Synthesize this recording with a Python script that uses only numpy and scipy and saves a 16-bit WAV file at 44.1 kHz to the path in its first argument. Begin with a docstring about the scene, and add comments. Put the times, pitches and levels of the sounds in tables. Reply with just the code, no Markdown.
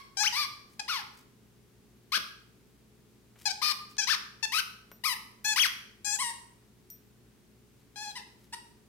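"""A living room carpet, a camera's two microphones a couple of metres from a dog chewing a plush toy.
The room's tail of an earlier squeal opens; bites and squeals follow at once, and again from 3.4 to 6.3 s.
A bite drives air through the squeaker's reed at a nearly steady pitch; the refilling bulb squeals in an arch.
Between them plush rubs on carpet and the body shifts; from 2.2 s teeth knock, from 4.9 s collar tags clink.
Quieter squeaks come near the end; low rumble, thin hiss and a wavering hum of the house run throughout."""
import sys
import numpy as np
from scipy import signal
from scipy.fft import rfft, irfft, next_fast_len
from scipy.io import wavfile

SR = 44100
rng = np.random.default_rng(int(sys.argv[2]) if len(sys.argv) > 2 else 0)


def generate_wav(sig):
    """Save sig (samples, or channels by samples) to the path in sys.argv[1] as 16-bit PCM at SR."""
    pcm = np.round(np.clip(np.atleast_2d(sig).T, -1, 1) * 32767).astype(np.int16)
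    wavfile.write(sys.argv[1], SR, pcm)


N = 391608

# Bites, each pressing harder or easing off at most once; from bass on, the grip on the toy:
# (start [s], length [s], base pitch [Hz], base level [dB], nudge after [s], nudge [octaves], bass [dB],
#  treble [dB], cavity [Hz], cavity [dB], right microphone [dB], rasp [0-1])
BITE_GESTURES = [(0.168, .067, 854, -22, 0.015, -0.12, -2, 3, 5840, 4, -9.5, .1),
                 (0.792, 0.012, 864, -26, 0, 0, -4.5, -3.5, 9600, 5.5, -7, .8),
                 (3.453, 0.064, 849, -21.5, .04, -0.21, 0, 1.5, 4640, 7.5, -11, .3),
                 (3.98, 0.065, 865, -22, 0.041, -0.15, -13.5, -3.5, 6000, 5, -9, .1),
                 (4.426, .028, 904.5, -22.5, 0, -0.014, -9, -4, 6200, -3, -9.5, .2),
                 (5.444, .095, 852.8, -25, 0.055, 0.018, -11.5, 1.5, 5300, -5.5, -9, .06),
                 (6.044, 0.12, 829, -28, .098, .058, -5.5, 8.5, 7460, 10.5, -9, 0.12),
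                 (7.956, 0.16, 831.8, -40, 0.07, 0.045, 2, 5, 3870, 7, -6.5, 0.25)]
# Arching squeals of air rushing through the reed, mostly as the bulb refills; the jaws may nudge the flow once:
# (start [s], length [s], top pitch [Hz], last pitch [Hz], base level [dB], rise [s],
#  hold [under 1 sags early, over 1 holds], nudge after [s], nudge [octaves], bass [dB], treble [dB],
#  cavity [Hz], cavity [dB], right microphone [dB], rasp [0-1])
SQUEAL_GESTURES = [(-0.22, .12, 1119, 1061, -29.5, 0.04, 1.8, 0, 0.045, 4, 4.5, 5300, 1.5, -5, .8),
                   (0.229, 0.054, 3120, 2580, -20.5, 0.053, 0.88, 0.011, 0.31, -9.5, 3, 6330, 8.5, -11, 0.28),
                   (0.323, 0.13, 1201, 1016, -26, .064, 2.4, 0.0226, -.05, -2.5, 3, 4770, 3.5, -7.5, 0.74),
                   (0.878, 0.14, 1483, 748.5, -27.5, 0.021, 0.79, 0.078, 0.1, -2.5, -0.5, 3200, -1, -8, .65),
                   (2.118, 0.061, 1695, 1073, -22, 0.039, 0.84, 0.0083, .18, -3.5, 2.5, 9200, -2, -8.5, .92),
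                   (3.614, 0.11, 1209, 910, -24, 0.015, 23.3, 0, 0.054, 5, 6.5, 4900, 7, -12, 1),
                   (4.069, .084, 1801, 846, -20.5, .044, 1.7, .062, -0.19, -3, 1, 5600, 5, -13, .85),
                   (4.518, .088, 1288, 865, -24, 0.032, 16, .071, 0.27, -3, 6.5, 2700, 1.5, -13, 0.71),
                   (5.036, .105, 1300, 850.4, -22.5, .025, .58, .082, .12, -6, 8.5, 3600, -2.5, -12.5, .3),
                   (5.558, 0.11, 3380, 953, -18.5, .047, 1.64, .024, -0.21, -4, 6.5, 5600, 1.5, -10.5, .4),
                   (6.186, 0.12, 1003, 916, -27.5, 0.015, 0.82, 0.028, .17, 0.5, 3.5, 8600, 20, -4.5, .28),
                   (8.151, .05, 1030, 894, -36.5, 0.015, 0.94, 0.035, -0.072, -6, -5.5, 8800, 14.5, -4, .6),
                   (8.523, 0.025, 972, 932, -34.5, .012, 1.2, 0.00043, -.15, 2.5, -1.5, 8700, 20, -0.5, 0.82)]
# The reed heard through bulb and plush, blowing out: (frequency [Hz], relative level [dB])
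BLOWING_COLOUR = [(800, -12.5), (1700, -9.5), (2550, -10), (3400, -13), (4250, -7.5), (5200, -5.5),
                  (6200, -8), (7400, -14), (8500, -19), (10000, -23), (12500, -31), (15000, -36)]
# The same, drawing in: (frequency [Hz], relative level [dB])
DRAWING_COLOUR = [(850, -7.5), (1250, -6.5), (2400, -5), (3300, -9), (4200, -5), (5400, -7), (6100, -13.5),
                  (6900, -26), (8000, -21.5), (11000, -22.5), (13300, -24.5), (15000, -34.5)]
# Shading of the right microphone by the camera body: (frequency [Hz], gain [dB])
CAMERA_SHADE = [(900, 6.5), (2500, 1.5), (5500, -7), (9000, -26), (14000, 5.5)]
# Knocks of teeth and head: (time [s], peak level [dB], centre [Hz], decay [s])
TOOTH_KNOCKS = [(2.17, -41, 232, 0.016), (3.357, -53, 1180, 0.015), (3.712, -20, 2960, 0.00054),
                (3.968, -36, 2970, 0.003), (4.916, -40, 970, 0.0039)]
# Collar tags touching: (time [s], level [dB])
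TAG_CLINKS = [(4.916, -48.5), (5.443, -39), (6.902, -39.5)]
# Ringing modes of the tags: (frequency [Hz], relative level [dB], t60 [s])
TAG_RINGING = [(5640, -18, 0.41), (5740, -11.5, .2), (12030, -13.5, .25), (12740, -10, .15),
               (13650, -3.5, .25)]
# Plush and fur rubbing on carpet: (time [s], length [s], level before fades [dB])
CARPET_RUBS = [(0.657, 0.15, -66.5), (1.094, 0.17, -62), (3.351, 0.13, -57), (3.874, 0.08, -60),
               (7.755, 0.1, -71), (8.366, 0.14, -67.5)]
# The dog's body shifting on the floor: (time [s], length [s], level before fades [dB])
BODY_SHIFTS = [(0, 1.14, -68.5), (3.202, 1.62, -67.5), (4.396, 2.3, -69), (7.7, 1.24, -68.5)]
# Reverberation of the room: (frequency [Hz], t60 [s], relative level [dB])
ROOM_BANDS = [(581.4, 0.58, 8), (1482, 0.57, 1.5), (4340, 0.53, -3.5), (8020, 0.51, -4), (13200, 0.43, 1.5)]
# Spectrum of the still air of the house: (frequency [Hz], relative density [dB])
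AIR_SPECTRUM = [(20, -20), (55, -4.5), (90, -6.5), (160, -3), (230, -1), (320, -8.5), (430, -9.5),
                (620, -18), (1200, -20), (4000, -24), (16000, -29)]
# Hum lines of an appliance: (frequency [Hz], level [dB])
HUM_LINES = [(59.7, -73), (119.4, -69), (215.3, -72), (360.7, -76), (419.9, -75)]
# Left-right likeness of the air: (frequency [Hz], likeness [0-1])
AIR_LIKENESS = [(200, 0.56), (1500, 0.32), (8000, .1)]

AIR_DB = -63  # before the slight left-right balance
LEAD_S = 0.3  # the mix begins this early
EDGE_HZ = 15900  # upper edge of the recorder
# Bite: depth and time of the opening scoop and closing droop; nudge width; level follows pitch
SCOOP_OCTAVES, SCOOP_S, DROOP_OCTAVES, DROOP_S = 0.05, 0.007, 0.1, 0.007
BITE_NUDGE_S, BITE_DB_PER_OCTAVE = 0.011, 51.5
# Squeal: one starting pitch, weaker ends than top, and a starved reed below the starting pitch
START_HZ, START_DB, STOP_DB, STARVED_DB_PER_OCTAVE = 947, -5.5, -7, 30
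SQUEAL_NUDGE_S, NUDGE_DB_PER_OCTAVE = 0.008, 3
# Rasp: pitch flutter, strength of half-order lines, harmonic where they are full, growth time [s]
RASP_FLUTTER, DOUBLING, DOUBLING_HARMONIC, DOUBLING_S = 0.015, 0.94, 3.5, 0.02
# Width of the cavity resonance as a share of its frequency
BITE_CAVITY_SHARE, SQUEAL_CAVITY_SHARE = 0.11, 0.16


def squeaker(mix, rows, gesture, colour, cavity_share, release_s, room_db=-8.5, turned=0.47):
    """Sends each squeak to the left microphone, the shaded right one a moment later, and the room."""
    for *push, bass_db, treble_db, cavity_hz, cavity_db, right_db, rasp in rows:
        note = gesture(*push)
        grip = bass_db, treble_db, cavity_hz, cavity_share * cavity_hz, cavity_db
        hz, response = passage(colour, grip)
        left = squeak(note, hz, response, np.clip(rasp, 0, 1), release_s)
        later = np.pad(left, (4, 0))  # samples of extra path
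        right = shaped(later, lambda f: amp(read(CAMERA_SHADE, f)))[:len(left)]
        # a toy turned away from the camera sounds both more central and more distant
        wet_db = room_db + turned * (right_db + 15.5)
        add(mix, note[0][0], np.array([left, amp(right_db) * right, amp(wet_db) * left]))


def bite(start, length, hz, db, nudge_s, nudge_octaves):
    """Pitch and level under the closing jaws: pressure builds, is nudged once and runs out."""
    t = np.linspace(0, length, 200)
    scoop = SCOOP_OCTAVES * np.exp(-t / SCOOP_S)
    droop = DROOP_OCTAVES * np.exp((t - length) / DROOP_S)
    octaves = nudge_octaves * bell(t, nudge_s, BITE_NUDGE_S) - scoop - droop
    return np.transpose([start + t, hz * 2 ** octaves, db + BITE_DB_PER_OCTAVE * octaves])


def squeal(start, length, top_hz, last_hz, db, rise_s, hold, nudge_s, nudge_octaves):
    """Pitch and level follow the air flow, which swells to a top, holds and gives out."""
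    t = np.linspace(0, length, 200)
    building = np.cos(np.pi / 2 * np.minimum(t / rise_s, 1)) ** 2
    spent = np.clip((t - rise_s) / (length - rise_s), 0, 1) ** abs(hold)
    nudge = nudge_octaves * bell(t, nudge_s, SQUEAL_NUDGE_S)
    hz = top_hz * (START_HZ / top_hz) ** building * (last_hz / top_hz) ** spent * 2 ** nudge
    ends_db = START_DB * building + STOP_DB * spent
    starved_db = STARVED_DB_PER_OCTAVE * np.minimum(np.log2(hz / START_HZ), 0)
    level_db = db + ends_db + NUDGE_DB_PER_OCTAVE * nudge + starved_db
    return np.transpose([start + t, hz, level_db])


def passage(colour, grip):
    """Causal response from reed to air: the jaws cover the toy and form a cavity around it."""
    bass_db, treble_db, cavity_hz, width_hz, cavity_db = grip
    hz = abs(np.fft.fftfreq(2048, 1 / SR))
    bass_shelf = bass_db / (1 + (hz / 1300) ** 6)
    treble_shelf = treble_db / (1 + (7000 / (hz + 1)) ** 10)
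    db = read(colour, hz) + bass_shelf + treble_shelf + cavity_db * bell(hz, cavity_hz, width_hz)
    # minimum phase from the log gain
    response = np.exp(np.conj(signal.hilbert(np.log(amp(db)))))
    half = len(hz) // 2
    return hz[:half], response[:half]


def squeak(note, hz, response, rasp, release_s, hiss_db=-27, rasp_hiss_db=18, drift=0.0033,
           waver_db=2, pure_hz=3400, attack_s=0.00364):
    """The reed chops the air once a cycle; when it rasps it flutters, hisses and sounds between its harmonics."""
    s, pitch, level_db = np.transpose(note)
    t = np.arange(s[0] - attack_s / 2, s[-1] + release_s / 2, 1 / SR)
    flutter = (0.0015 + RASP_FLUTTER * rasp) * wander(len(t), hz=600)
    pitch = np.interp(t, s, pitch) * (1 + drift * wander(len(t), hz=60.6) + flutter)
    angle = 2 * np.pi * np.cumsum(pitch) / SR
    k = np.arange(1, 20, 0.5)[:, None]  # harmonics and the half-orders between
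    # driven fast, the reed swings more nearly as a sine
    rolloff = k ** -((pitch / pure_hz) ** 2)
    partials = np.interp(k * pitch, hz, response) * (k * pitch < SR / 2) * rolloff

    # long and short cycles soon begin to alternate: unsteady half-order lines, stronger higher up
    between = k % 1 > 0
    growth = 1 - np.exp(-(t - t[0]) / DOUBLING_S)
    doubling = DOUBLING * rasp ** 2 * np.minimum(k / DOUBLING_HARMONIC, 1) * growth
    waver = np.array([wander(len(t), hz=50) for _ in k])
    smear = np.array([wander(len(t), hz=160) for _ in k])
    smear_depth = np.where(between, 1, rasp * np.minimum(k / 8, 1))
    partials = partials * np.where(between, doubling, 1) * amp(waver_db * waver)
    partials = partials * np.exp(1j * smear * smear_depth)

    # the stuffing blunts each pulse by scattering its phases
    scatter = 0.35 * rng.standard_normal(k.shape)
    waves = (partials * np.exp(1j * (k * angle + scatter))).real
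    power = (abs(partials) ** 2).sum(0) / 2
    tone = waves.sum(0) / np.sqrt(power)

    puffs = rng.standard_normal(len(t)) * (1 + np.cos(angle))
    low_hz = 2 * pitch.mean()  # the hiss thins out below this
    hiss = unit(shaped(puffs, lambda f: np.interp(f, hz, abs(response)) * np.minimum(f / low_hz, 1) ** 4))
    gate = np.clip(np.minimum((t - t[0]) / attack_s, (t[-1] - t) / release_s), 0, 1) ** 2
    level = amp(np.interp(t, s, level_db))
    return gate * level * (tone + amp(hiss_db + rasp_hiss_db * rasp) * hiss)


def knock(hz, decay):
    """A dead blow of teeth or head: a noise burst that dies at once."""
    t = np.arange(SR // 8) / SR
    burst = band_noise(len(t), hz, octaves=0.97) * np.exp(-t / decay)
    return burst / abs(burst).max()


def clink(tick_db=-1, tick_s=0.0017, damped_s=0.042, damping_s=0.08):
    """Tags tick and ring until they fall back against the fur."""
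    t = np.arange(SR // 4) / SR
    ring = sum(amp(db - 60 * t / t60) * np.sin(2 * np.pi * hz * t) for hz, db, t60 in TAG_RINGING)
    tick = amp(tick_db) * band_noise(len(t), hz=7860, octaves=1.0) * np.exp(-t / tick_s)
    fur = np.exp(-np.maximum(t - damped_s, 0) / damping_s)
    return tick + ring * fur


def rub(length, grain_db=4):
    """Fibres catch and slip under a short stroke, so the noise is grainy."""
    count = round(length * SR)
    grain = amp(grain_db * wander(count, hz=150))
    return unit(band_noise(count, hz=3200, octaves=1.9) * grain) * np.hanning(count)


def shift(length):
    """A dull rumble that swells and fades as the dog rolls."""
    count = round(length * SR)
    return band_noise(count, hz=162, octaves=1.0) * np.sqrt(np.hanning(count))


def room(x, gap_s=0.004, early_db=3, early_s=0.015):
    """Scattered reflections, stronger at first, each band dying at its own speed."""
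    count, spacing = 1800, 20  # reflections, samples
    at = np.arange(count) * spacing + rng.integers(0, spacing, (2, count))
    taps = np.zeros((2, count * spacing))
    np.put_along_axis(taps, at, rng.choice([-1., 1.], at.shape), 1)
    hz, t, z = signal.stft(taps, SR, nperseg=256)
    decay_db = -60 * t / read(ROOM_BANDS, hz)[:, None]
    band_db = read(ROOM_BANDS, hz, axis=2)[:, None]
    z = z * amp(decay_db + band_db + early_db * np.exp(-t / early_s))
    gap = round(abs(gap_s) * SR)
    tail = np.pad(signal.istft(z, SR)[1], ((0, 0), (gap, 0)))
    return signal.fftconvolve(x[None], tail / np.linalg.norm(tail[0]), axes=1)[:, :len(x)]


def house():
    """Low rumble and thin hiss of the house, with the wavering hum of an appliance."""
    shared, own = rng.standard_normal((2, N))

    def same(f):
        """Share of the left signal found in the right at each frequency."""
        return np.clip(read(AIR_LIKENESS, f), 0, 1)

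    right = shaped(shared, same) + shaped(own, lambda f: np.sqrt(1 - same(f) ** 2))
    pair = np.array([shared, right])
    air = amp(AIR_DB) * unit(shaped(pair, lambda f: amp(read(AIR_SPECTRUM, f))))
    t = np.arange(N) / SR
    hum = np.zeros(N)
    for hz, db in HUM_LINES:
        level = amp(db) * np.sqrt(2) * (1 + 0.2 * wander(N, hz=4))
        hum += level * np.sin(2 * np.pi * hz * t + wander(N, hz=2))
    return (air + hum) * amp([[0.8], [0]])  # left a little louder


def amp(db):
    """Decibels to gain."""
    return 10 ** (np.asarray(db) / 20)


def unit(x):
    """Scales to rms 1."""
    return x / np.sqrt(np.mean(x ** 2) + 1e-20)


def bell(x, centre, width):
    """A bump of height 1."""
    return np.exp(-0.5 * ((x - centre) / width) ** 2)


def read(points, hz, axis=1):
    """Reads one column of a table on a log-frequency axis."""
    columns = np.transpose(points)
    return np.interp(np.log(hz + 1), np.log(columns[0] + 1), columns[axis])


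def shaped(x, gain):
    """Filters by a gain that is a function of frequency."""
    size = next_fast_len(x.shape[-1])
    spectrum = rfft(x, size) * gain(np.fft.rfftfreq(size, 1 / SR))
    return irfft(spectrum, size)[..., :x.shape[-1]]


def wander(count, hz):
    """Smooth random drift of about rms 1, mostly slower than hz."""
    noise = rng.standard_normal(count + 8192)
    return unit(shaped(noise, lambda f: 1 / (1 + (f / hz) ** 2)))[:count]


def band_noise(count, hz, octaves):
    """Noise of rms 1 in a bell around hz."""
    noise = rng.standard_normal(count)
    return unit(shaped(noise, lambda f: bell(np.log2((f + 1) / hz), 0, octaves)))


def add(mix, s, sound):
    """Adds a sound at time s to a mix that begins LEAD_S early."""
    first = max(round((s + LEAD_S) * SR), 0)
    part = mix[..., first:][..., :sound.shape[-1]]
    part += sound[..., :part.shape[-1]]


def scene():
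    """Toy and dog, heard directly and through the room, over the house."""
    lead = round(LEAD_S * SR)
    mix = np.zeros((3, lead + N))  # left, right, into the room
    squeaker(mix, BITE_GESTURES, bite, BLOWING_COLOUR, BITE_CAVITY_SHARE, release_s=0.0014, room_db=-9.5)
    squeaker(mix, SQUEAL_GESTURES, squeal, DRAWING_COLOUR, SQUEAL_CAVITY_SHARE, release_s=0.0052, room_db=-9.5)
    spread = amp([[0], [-3], [-10]])
    for s, db, hz, decay in TOOTH_KNOCKS:
        add(mix, s, spread * amp(db) * knock(hz, decay))
    for s, db in TAG_CLINKS:
        add(mix, s, spread * amp(db) * clink())
    for s, length, db in CARPET_RUBS:
        add(mix, s, spread * amp(db) * rub(length))
    for s, length, db in BODY_SHIFTS:
        add(mix[:2], s, amp([[0], [-1]]) * amp(db) * shift(length))  # direct only
    return (mix[:2] + room(mix[2]))[:, lead:] + house()


def record(dry):
    """The recorder's band limit: a steep low-pass."""
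    lowpass = signal.firwin(511, EDGE_HZ, window=("kaiser", 9), fs=SR)
    return signal.oaconvolve(dry, lowpass[None], "same")


dry = scene()
out = record(dry)
generate_wav(out)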